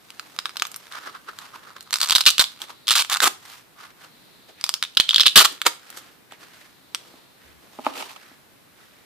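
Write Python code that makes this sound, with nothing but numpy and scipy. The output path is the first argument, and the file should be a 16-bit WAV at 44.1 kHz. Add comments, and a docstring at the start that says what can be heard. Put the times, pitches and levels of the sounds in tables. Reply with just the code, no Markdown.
"""Hook-and-loop wristband, close up

A nylon wristband is opened over a wooden table, close to a stereo microphone pair in a small room.
Single hooks and tearing runs are short ringing pulses, the loudest of which overload the microphone.
Cloth rubbing in the hands is grainy filtered noise; bumps and brushes excite a resonant cardboard box.
A few bright clinks, short reflections, room tail, hush, a narrow hiss and one low rumble complete it."""
import sys
import numpy as np
from scipy import signal
from scipy.fft import rfft, irfft, next_fast_len
from scipy.io import wavfile
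from scipy.ndimage import map_coordinates

SR = 44100
rng = np.random.default_rng(int(sys.argv[2]) if len(sys.argv) > 2 else 0)


def output_pcm(signal):
    """Save a mono or channel-first signal as 16-bit PCM at the path in sys.argv[1].

    Samples are clipped to [-1, 1] before scaling.
    """
    pcm = np.clip(np.atleast_2d(signal).T, -1, 1) * 32767
    wavfile.write(sys.argv[1], SR, np.round(pcm).astype(np.int16))


N = 399105

# All event levels are relative; later gains trim them.
# loudest single hooks letting go: [t/s, level/dB, flap of the cloth around the hook/dB]
HOOK_SNAPS = [(0.1045, -12, -13), (0.1963, -4, 4), (0.3642, -16, 6), (0.3891, 4, 1), (0.4568, 4, 4.5),
              (0.494, -10, 4), (0.5696, 0, -4), (0.598, -0.5, -10), (0.6219, 9, 7), (0.653, -4, 7),
              (0.7436, -10, 1), (0.924, -10.5, -6), (1.3883, -7.5, 6.5), (1.8084, -11.5, -1),
              (1.9081, -7, 4), (1.928, 2, -4), (1.9313, 7, 6.5), (1.9403, 9.5, -0.5), (1.958, 4, 2),
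              (2.0054, 2.5, -0.5), (2.015, 10.5, -5), (2.0276, 2.5, 3), (2.032, 8.5, -1), (2.04, 2, 4.5),
              (2.0886, 2, -1), (2.0977, 8.5, -3), (2.108, 14, -13.5), (2.121, 9.5, -3), (2.1256, 10.5, 0.5),
              (2.133, 2, 2), (2.152, 17.5, -15), (2.159, 13, 1.5), (2.183, 8, -2), (2.2081, 10, -1.5),
              (2.212, 7.5, -4), (2.256, 5, -15), (2.2638, 16.5, -21), (2.304, 9, -22), (2.3084, 5.5, -16),
              (2.382, 10.5, -10), (2.3966, 8.5, -14), (2.4415, 5.5, -3), (2.618, -3.5, -15),
              (2.871, -9, -12), (2.8816, 7, -9), (2.8891, 10, -12), (2.8979, 6.5, -10), (2.908, 12, -20),
              (2.9385, 4.5, -12), (2.997, 4, -5), (3.0487, -4, 5), (3.099, 3, 1), (3.1415, 5.5, -2),
              (3.1484, 5, 3), (3.1703, 1.5, 5), (3.204, 10.5, 5.5), (4.612, -7.5, -6), (4.6409, 9.5, -10),
              (4.665, -6.5, -6), (4.6926, 8, -5.5), (4.7402, 7, -13), (4.8267, 8.5, -5), (4.838, 2.5, -4),
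              (4.9504, -17, -16), (4.9712, 13.5, -6.5), (4.9741, 16, -5.5), (5.0001, 18.5, -4.5),
              (5.0081, 9.5, -14), (5.0893, -6, -12), (5.092, 13.5, -18), (5.1088, 12, -18.5),
              (5.133, 0, -2), (5.145, 14.5, -8.5), (5.1606, 19, -24), (5.1823, 12.5, -9),
              (5.1978, 13.5, -9), (5.2064, 18, -17.5), (5.2102, 18, -20), (5.2342, 6.5, -4),
              (5.2581, 9.5, 2), (5.265, 16.5, -23), (5.2812, 13.5, -16), (5.6171, 5, 3.5),
              (6.3223, -17.5, 2), (6.948, 5, -1.5)]
# runs of hooks torn at once: [start t/s, length/s, level/dB, swell start to end/dB, slackness 0-1]
TEARING_RUNS = [(2.158, .01, -11, 1.5, .3), (2.262, 0.03, -7, -7, .1), (2.393, .018, -8.5, 1, 0.1),
                (2.41, .014, -14, -8.5, 0.55), (2.906, 0.024, -14, -8, 0.3), (2.952, 0.032, -14.5, 1, 0.4),
                (2.99, 0.033, -17, -5, 0.39), (3.116, 0.019, -18, 5, 0.5), (3.217, 0.026, -13, 4, 0.91),
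                (3.243, .036, -14.5, 5.5, 0.95), (5.262, .011, -7.5, -2, 0), (5.357, 0.04, -0.5, -1.5, 0.5),
                (5.401, .027, -10, -8, 0.9), (5.441, .018, -11, 9, 0.67), (5.653, 0.016, -12.5, 23, 1),
                (5.666, 0.032, -16.5, -33, 0.98)]
# pulls, each colouring the hooks freed in it:
# [start t/s, end t/s, patch pitch f/Hz, ring/dB, flap/dB, crack/dB, small tick level/dB]
PULLS = [(0.1, 0.93, 3470, 7, 7, -4.5, -30.5), (1.249, 1.909, 3850, 10.5, 15, 0, -31.5),
         (1.927, 2.316, 4070, 9.5, -3, -1, -10), (2.368, 2.7, 3800, 9.5, 2, -2.5, -29.5),
         (2.868, 3.02, 3430, 10, -12, -6.5, -13), (3.095, 3.179, 3720, 10, 10.5, 0, -11),
         (4.603, 4.78, 4640, 6, -1, -5.5, -29), (4.82, 5.02, 3450, 12.5, -12, -7, -33),
         (5.084, 5.3, 3400, 12.5, -11, -10.5, -17), (5.351, 5.801, 3250, 13, 5.5, -3, -28)]
# colour of tearing cloth: [slackness 0-1, bass/dB, flap/dB, crack/dB]
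SLACK_COLOUR = [(0, -25.5, -8.5, -6), (.55, 7.5, 2, 1), (1, 26, 11.5, 5)]
# spectrum of one hook's snap: [f/Hz, level/dB]
HOOK_SPECTRUM = [(60, -47), (160, -43.5), (300, -29), (600, -20), (900, -9.5), (1250, -1.5), (1900, -9.5),
                 (2500, -8), (3400, -8), (4700, -6.5), (6000, -8), (8000, -7.5), (11000, -12.5),
                 (14500, -13)]
# thin bright clicks, probably the links of a watch bracelet: [t/s, level/dB]
CLINKS = [(0.669, -9), (0.7163, -12), (0.7613, -6), (1.8266, -19.5), (5.9028, -11.5)]
# fingers and cloth sliding: [middle t/s, length/s, level/dB, scrape f/Hz, scrape/dB, bass/dB]
RUB_STROKES = [(0.559, 0.0023, -29, 1230, 12, -8), (0.666, 0.99, -51, 1290, 2.5, 0),
               (0.959, 0.042, -33, 1370, 14.5, -12), (1.068, 0.041, -34.5, 1320, 15.5, 3),
               (1.157, 0.018, -34.5, 1310, 20, -2), (1.291, 0.017, -33, 1344, 19.5, -2),
               (1.434, 0.084, -45, 1230, 10, -15.5), (1.554, 0.023, -38, 1210, 14, -2),
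               (1.666, 0.077, -45.5, 1280, 14.5, 2), (1.767, 0.0068, -30.5, 1330, 13.5, 1),
               (2.628, 0.027, -35, 1170, 3.5, -7), (2.705, 0.031, -40.5, 1110, 10, -1),
               (3.511, 0.11, -42.5, 1240, 3, -26), (3.828, 0.059, -41.5, 1268, 11, -13),
               (3.904, 0.015, -51, 1470, 10, -5), (4.03, 0.059, -46, 1330, 7.5, -7),
               (4.496, 0.022, -48.5, 650, 8, 5), (4.602, 0.044, -50.5, 2190, 10.5, 4),
               (5.525, 0.037, -39.5, 1340, -6, 7), (5.925, 0.15, -46.5, 1540, 6.5, -2.5),
               (5.979, 0.025, -40.5, 2270, -6, -13), (6.092, 0.096, -54.5, 1350, 7, 0),
               (6.33, 0.027, -45, 2100, 10, 3), (6.427, 0.047, -49.5, 1450, 6.5, 6),
               (6.567, 0.18, -49, 1690, 5.5, -7), (7.082, 0.2, -51.5, 860, 5.5, 6),
               (7.465, 0.097, -53.5, 1890, 8, 4), (7.648, 0.047, -52, 830, 9, 7.5),
               (7.783, 0.083, -49, 900, 3.5, -4), (7.878, 0.04, -35, 1050, 11, 3),
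               (7.995, 0.068, -36, 950, 0, 5.5), (8.101, 0.051, -43.5, 940, 6, -12),
               (8.245, 0.15, -50, 1650, 8.5, -6), (8.813, 0.075, -53.5, 1486, 7.5, -1.5),
               (8.96, 0.15, -58.5, 2105, 5.5, 0.5)]
# how strongly a stroke catches on the weave: [level/dB, roughness 0-1]
CATCHING = [(-41, 0.6), (-56, 0.35), (-34, 0.8)]
# spectrum of sliding nylon: [f/Hz, level/dB]
CLOTH_SPECTRUM = [(80, -46), (170, -40), (280, -4.5), (450, -4.5), (800, -5), (1250, -5), (2300, -6),
                  (3500, -5), (5000, -7.5), (8000, -10.5), (14000, -14)]
# bumps on the box: [t/s, level/dB, softness cut-off f/Hz]
BOX_BUMPS = [(4.492, -36, 704), (6.322, -15.5, 1500), (7.139, -23.5, 287.5), (7.788, -8, 436),
             (7.7929, -8, 446), (7.8657, 8.5, 1250), (7.869, -1.5, 1096), (8.315, -25, 299)]
# strap brushing over the box: [middle t/s, length/s, level/dB]
BOX_BRUSHES = [(7.855, 0.017, -36.5), (7.954, 0.037, -38), (8.015, 0.048, -34), (8.098, 0.012, -38),
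               (8.166, .014, -42)]
# resonances of the cardboard box: [f/Hz, width/Hz, level/dB]
BOX_RESONANCES = [(270, 41, 7), (622, 94, 8), (840, 122, 13.5), (1294, 140, 11.5), (2090, 180, -8),
                  (2600, 1000, 7.5)]
# decay of the room: [f/Hz, t60/s]
ROOM_DECAY = [(150, .3), (500, 0.27), (1400, 0.31), (3600, 0.29), (8000, 0.27), (14000, .25)]
# colour of the room: [f/Hz, level/dB]
ROOM_COLOUR = [(80, -12), (300, 5.5), (1200, -3), (3500, -0.5), (8000, -1), (14000, -2)]
# quiet room and microphone hiss: [f/Hz, level/dB]
HUSH_SPECTRUM = [(12, -45), (20, -34), (138, -12.5), (214, -13), (246, -13), (306, -13.5), (351, -15),
                 (503, -17), (803, -19), (1600, -20), (2170, -21.5), (4680, -27.5), (5090, -28),
                 (6340, -30.5), (14500, -28.5)]
# spells of faint narrow hiss: [start t/s, end t/s, level/dB]
HISS_SPELLS = [(1.0, 1.18, -59), (1.747, 3.2, -57.5), (4.074, 4.951, -58.5), (6.694, 7.404, -62)]

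TOP_HZ = 14800  # upper band limit
SIZE = 1024  # samples in one pulse
GRID = np.fft.rfftfreq(SIZE, 1 / SR)  # its frequencies, Hz
PITCH_SCATTER, CRACK_SCATTER_DB = .055, 2  # from hook to hook; pitch in natural-log units
SMEAR_S = 0.00046  # extra delay of a snap's treble at TOP_HZ
TICK_SCATTER_DB = 4  # among the loops slipping during a pull
RUB_CRACK_DB, PINCH_DULLS = -1, .45  # treble of free cloth; dB of it lost per dB of scrape
HISS_FADE_S, HISS_REST_DB = .12, -69.5  # fade of a spell; floor between spells


def single_hooks(level_db=-0.98, lead_in=.0004, tension_dulls=0.19, usual_db=5):
    """Hooks let go one by one, each a dry crack; the harder one held, the more its ring dominates."""
    out = np.zeros((2, N))
    for s, db, flap_db in HOOK_SNAPS:
        pitch_hz, ring_db, _, crack_db = pull_at(s)
        detune, crack = rng.standard_normal(2)
        hook_hz = pitch_hz * np.exp(PITCH_SCATTER * detune)
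        crack_db += CRACK_SCATTER_DB * crack - tension_dulls * (db - usual_db)
        pulse = snap(ring_db, hook_hz, tone(GRID, flap_db / 2, flap_db, crack_db))[0]
        add(out, s - lead_in, amp(db + level_db) * scattered(pulse, near_db=-9.5))
    return out


def tears(rate=1350, size_db=5, pitch_hz=3600, level_db=-.5, count=60):
    """Each freed hook overloads its neighbours, so a row goes as a dense run of pulses, rate a second."""
    out = np.zeros((2, N))
    slackness, *colours = np.transpose(SLACK_COLOUR)
    for start, length, db, swell_db, slack in TEARING_RUNS:
        waits = (np.arange(count) + rng.random(count)) / rate
        signs = np.sign(rng.standard_normal(count))
        sizes = signs * amp(size_db * rng.standard_normal(count))
        colour_db = tone(GRID, *[np.interp(slack, slackness, c) for c in colours])
        pitches_hz = pitch_hz * np.exp(0.12 * rng.standard_normal(count))
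        pulses = snap(pull_at(start)[1], pitches_hz, colour_db)
        run = np.zeros((2, int(length * SR) + SIZE))
        for wait, size, pulse in zip(waits[waits < length], sizes, pulses):
            add(run, wait, size * amp(swell_db * wait / length) * pulse)
        run = scattered(run, near_db=-8.5)
        # the level is set by energy over the length of the run
        run *= np.sqrt(2 * length * SR / np.sum(run ** 2))
        add(out, start, amp(db + level_db) * run)
    return out


def fibres(level_db=-21, size_db=3.5, spread=.004, count=5):
    """Loop fibres tick as they spring back after each snap, at random waits averaging spread seconds."""
    out = np.zeros((2, N))
    for s, db, flap_db in HOOK_SNAPS:
        pitch_hz, ring_db, _, crack_db = pull_at(s)
        pulses = snap(ring_db, np.full(count, pitch_hz), tone(GRID, 0, flap_db, crack_db))
        waits = spread * rng.exponential(1, count)
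        sizes = rng.standard_normal(count)
        for wait, size, pulse in zip(waits, sizes, pulses):
            add(out, s + wait, amp(db + level_db + size_db * size) * pulse)
    return out


def creaks(pitch_spread=.13, flap_lift_db=3, crack_lift_db=2, count=56):
    """Every pull lets as many single loops slip, so a quick pull crackles densely and a slow one ticks."""
    out = np.zeros((2, N))
    for start, end, pitch_hz, ring_db, flap_db, crack_db, tick_db in PULLS:
        times = start + (end - start) * rng.random(count)
        levels = tick_db + TICK_SCATTER_DB * np.clip(rng.standard_normal(count), -2, 2)
        colour_db = tone(GRID, 0, flap_db + flap_lift_db, crack_db + crack_lift_db)
        pulses = snap(ring_db, pitch_hz * np.exp(pitch_spread * rng.standard_normal(count)), colour_db)
        for s, db, pulse in zip(times, levels, pulses):
            add(out, s, amp(db) * pulse)
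    return out


def pull_at(s):
    """Pitch, ring, flap and crack of the latest pull begun before time s."""
    begun = sum(start < s for start, *_ in PULLS)
    return PULLS[max(0, begun - 1)][2:6]


def snap(ring_db, pitch_hz, colour_db, width_hz=680, ripple_db=2.84, port_db=4.0, lead=1.55, lead_spread=0.4):
    """Stereo pulses of equal energy, one per pitch: the patch rings briefly, differently for each hook."""
    pitch_hz = np.reshape(pitch_hz, (-1, 1, 1))
    knots = rng.standard_normal((len(pitch_hz), 3, 40))
    ripple = unit(signal.resample(knots, len(GRID), axis=2))
    patch_db = ring_db / (1 + ((GRID - pitch_hz) / width_hz) ** 2)
    # each microphone hears a slightly different colour, alike in the bass
    ports_db = port_db * ripple[:, 1:] * GRID / (GRID + pitch_hz / 2)
    hook_db = along(HOOK_SPECTRUM, GRID) + colour_db + patch_db
    spectrum = causal(hook_db + ripple_db * ripple[:, :1] + ports_db)
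    # the strap lies a little nearer to the right microphone (lead and delay in samples)
    delay = 8 + np.array([[.5], [-.5]]) * rng.normal(lead, lead_spread, pitch_hz.shape)
    delay_s = delay / SR + SMEAR_S * GRID / (2 * TOP_HZ)
    pulses = irfft(spectrum * np.exp(-2j * np.pi * GRID * delay_s))
    return pulses / np.sqrt(np.sum(pulses ** 2, axis=(1, 2), keepdims=True) / 2)


def tone(hz, bass_db, flap_db, crack_db):
    """Slack cloth adds body and a broad flapping middle; a patch facing the microphone adds crack."""
    body = [(110, 0.0035), (220, bass_db), (330, bass_db), (450, 0.86 * bass_db)]
    flap = [(800, flap_db), (1250, .8 * flap_db), (2000, 0.66 * flap_db)]
    treble = [(3000, 0.0034), (4600, 0.003), (7500, crack_db)]
    return along(body + flap + treble, hz)


def scattered(x, near_db, t60=0.035, gap=0.00067):
    """Hands and table top throw back a quick spray of reflections, from gap seconds on."""
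    t = np.arange(2 * SIZE) / SR
    spray = pair(len(t), side_db=1.0) * amp(-60 * t / t60) * (t > gap)
    spray *= amp(near_db) / np.linalg.norm(spray[0])
    spray[:, 0] += 1  # the direct sound
    return signal.fftconvolve(x, spray, axes=1)


def clinks(pitch_hz=12500, ring_db=8, flap_db=0, crack_db=7, level_db=-1):
    """Small hard contacts: snaps tuned high and tilted to the treble."""
    out = np.zeros((2, N))
    for s, db in CLINKS:
        pulse = snap(ring_db, pitch_hz, tone(GRID, 0, flap_db, crack_db))[0]
        add(out, s, amp(db + level_db) * scattered(pulse, near_db=-4))
    return out


def rubs(level_db=-0.68, grain_db=4, grain_rate=800, catch_db=3.0, catch_rate=130, reach=0.54, scrape_octaves=0.4):
    """The weave catches thread by thread; cloth pinched under a finger scrapes in one band, losing treble."""
    out = np.zeros((2, N))
    weave = pair(N, side_db=-3.5)
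    catches_db = grain_db * wobble(grain_rate) + catch_db * wobble(catch_rate)
    for s, length, db, scrape_hz, scrape_db, bass_db in RUB_STROKES:
        first, last = max(0, int((s - 2 * length) * SR)), min(N, int((s + 2 * length) * SR))
        index = np.arange(first, last)
        # strokes below the first level catch alike; above it, louder ones catch more
        roughness = np.interp(db, *np.transpose(CATCHING))
        grains = weave[:, index] * amp(roughness * catches_db[index])
        crack_db = RUB_CRACK_DB - PINCH_DULLS * scrape_db

        def response(hz):
            """Sliding nylon with one scraping band."""
            octaves = np.log2((hz + 1) / scrape_hz)
            scrape = scrape_db * np.exp(-.5 * (octaves / scrape_octaves) ** 2)
            return amp(along(CLOTH_SPECTRUM, hz) + scrape + tone(hz, bass_db, 0, crack_db))

        rustle = unit(filtered(grains, response))
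        stroke = np.exp(-.5 * ((index / SR - s) / (reach * length)) ** 2)
        out[:, index] += amp(db + level_db) * stroke * rustle
    return out


def bumps(lead=0.000095):
    """Soft blows ring the hollow box; the right microphone hears them first (lead in s)."""
    out = np.zeros((2, N))
    hz = np.fft.rfftfreq(8 * SIZE, 1 / SR)
    arrival = np.exp(-2j * np.pi * hz * np.array([[lead], [0]]))
    for s, db, soft_hz in BOX_BUMPS:
        # a softer contact passes less treble
        contact = 1 / (1 + 1j * np.sqrt(2) * hz / soft_hz - (hz / soft_hz) ** 2)
        knock = irfft(hollow(hz) * contact * arrival)
        add(out, s, amp(db) * knock / np.linalg.norm(knock[0]))
    return out


def brushes(grain_db=6, grain_rate=400):
    """The weave catches on the lid: grainy noise sounds the box in short strokes."""
    t = np.arange(N) / SR
    grains = pair(N, side_db=0) * amp(grain_db * wobble(grain_rate))
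    strokes = sum(amp(db) * np.exp(-2 * ((t - s) / length) ** 2) for s, length, db in BOX_BRUSHES)
    return strokes * unit(filtered(grains, hollow))


def hollow(hz):
    """Response of the box: parallel resonances of alternating sign."""
    total = 0
    for k, (centre, width, db) in enumerate(BOX_RESONANCES):
        damping = 1j * hz * width
        total = total + (-1) ** k * amp(db) * damping / (centre * centre - hz * hz + damping)
    return total


def room(x, count=16):
    """A short decaying noise tail, drawn afresh for each stretch of time as the hands move."""
    out = np.zeros((2, N))
    step = N // count + 1
    for i in range(0, N, step):
        hz, t, z = signal.stft(pair(SR // 2, side_db=0.5), SR, nperseg=256)
        decay_db = -60 * t / along(ROOM_DECAY, hz)[:, None]
        onset = 1 - np.exp(-t / 0.003)
        shape = amp(along(ROOM_COLOUR, hz)[:, None] + decay_db) * onset
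        tail = signal.istft(z * shape, SR, nperseg=256)[1]
        tail /= np.linalg.norm(tail[0])
        add(out, i / SR, signal.fftconvolve(x[:, i:i + step], tail, axes=1))
    return out


def background(hush_db=-54.0, hiss_hz=3950, hiss_width_hz=650, thud_s=7.51, thud_length=0.072, thud_db=-60):
    """Filtered noises: room hush, a narrow hiss that comes and goes, one low rumble of handling."""
    t = np.arange(N) / SR
    hush = unit(filtered(pair(N, side_db=-1), lambda hz: amp(along(HUSH_SPECTRUM, hz))))
    hush = hush * amp(hush_db + 0.65 * wobble(3.5))

    hiss = unit(filtered(pair(N, side_db=-2.0), lambda hz: 1 / (1 + ((hz - hiss_hz) / hiss_width_hz) ** 2)))
    spells = np.zeros(N)
    for start, end, db in HISS_SPELLS:
        spells += amp(db) * np.clip(np.minimum(t - start, end - t) / HISS_FADE_S + .5, 0, 1)
    hiss = hiss * np.maximum(spells, amp(HISS_REST_DB))

    rumble = [(20, -17), (50, -2.5), (75, 4.5), (200, -41), (900, -100)]  # (f/Hz, level/dB)
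    thud = unit(filtered(pair(N, side_db=-3), lambda hz: amp(along(rumble, hz))))
    thud = thud * amp(thud_db) * np.exp(-((t - thud_s) / thud_length) ** 2)
    return hush + hiss + thud


def amp(db):
    """Decibels to gain."""
    return 10 ** (np.asarray(db) / 20)


def unit(x):
    """Scale to rms 1."""
    return x / np.sqrt(np.mean(x ** 2) + 1e-20)


def along(points, hz):
    """Read (f/Hz, value) points on a log frequency axis."""
    f, v = np.transpose(points)
    return np.interp(np.log(hz + 1), np.log(f + 1), v)


def filtered(x, response):
    """x times a response of frequency."""
    n = x.shape[-1]
    m = next_fast_len(n + 8192)
    return irfft(rfft(x, m) * response(np.fft.rfftfreq(m, 1 / SR)), m)[..., :n]


def wobble(rate):
    """A smooth random curve, rate knots a second."""
    knots = rng.standard_normal(int(N * rate / SR) + 4)
    coarse = np.linspace(0, N, N // 8)
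    return np.interp(np.arange(N), coarse, map_coordinates(knots, [coarse * rate / SR]))


def add(track, s, sound):
    """Mix a stereo sound in at time s."""
    i = max(0, round(s * SR))
    part = track[:, i:i + sound.shape[1]]
    part += sound[:, :part.shape[1]]


def pair(n, side_db):
    """Stereo white noise, partly shared by the two microphones."""
    mid, side = rng.standard_normal((2, n))
    return unit(np.array([mid + amp(side_db) * side, mid - amp(side_db) * side]))


def causal(db):
    """Minimum-phase spectrum: the quickest-dying pulse with this dB shape."""
    cepstrum = irfft(np.log(amp(db)))
    cepstrum[..., 1:SIZE // 2] *= 2
    cepstrum[..., SIZE // 2 + 1:] = 0
    return np.exp(rfft(cepstrum))


def scene():
    """The hands work close by, slightly to the right; the room answers each group at its own level."""
    clicks = single_hooks() + tears() + fibres() + creaks() + clinks()
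    cloth = rubs()
    box = bumps() + brushes()
    wet = room(amp(-15) * clicks + amp(-11.0) * cloth + amp(-12) * box)
    gains = amp([[-.8], [.8]])  # left and right, dB
    return (clicks + cloth + box + wet) * gains + background()


def record(dry, ceiling=0.99):
    """The microphone overloads, clipping peaks flat; a steep filter then rolls off above TOP_HZ."""
    clipped = np.clip(dry, -ceiling, ceiling)
    return filtered(clipped, lambda hz: 1 / np.sqrt(1 + (hz / TOP_HZ) ** 120))


dry = scene()
out = record(dry)
output_pcm(out)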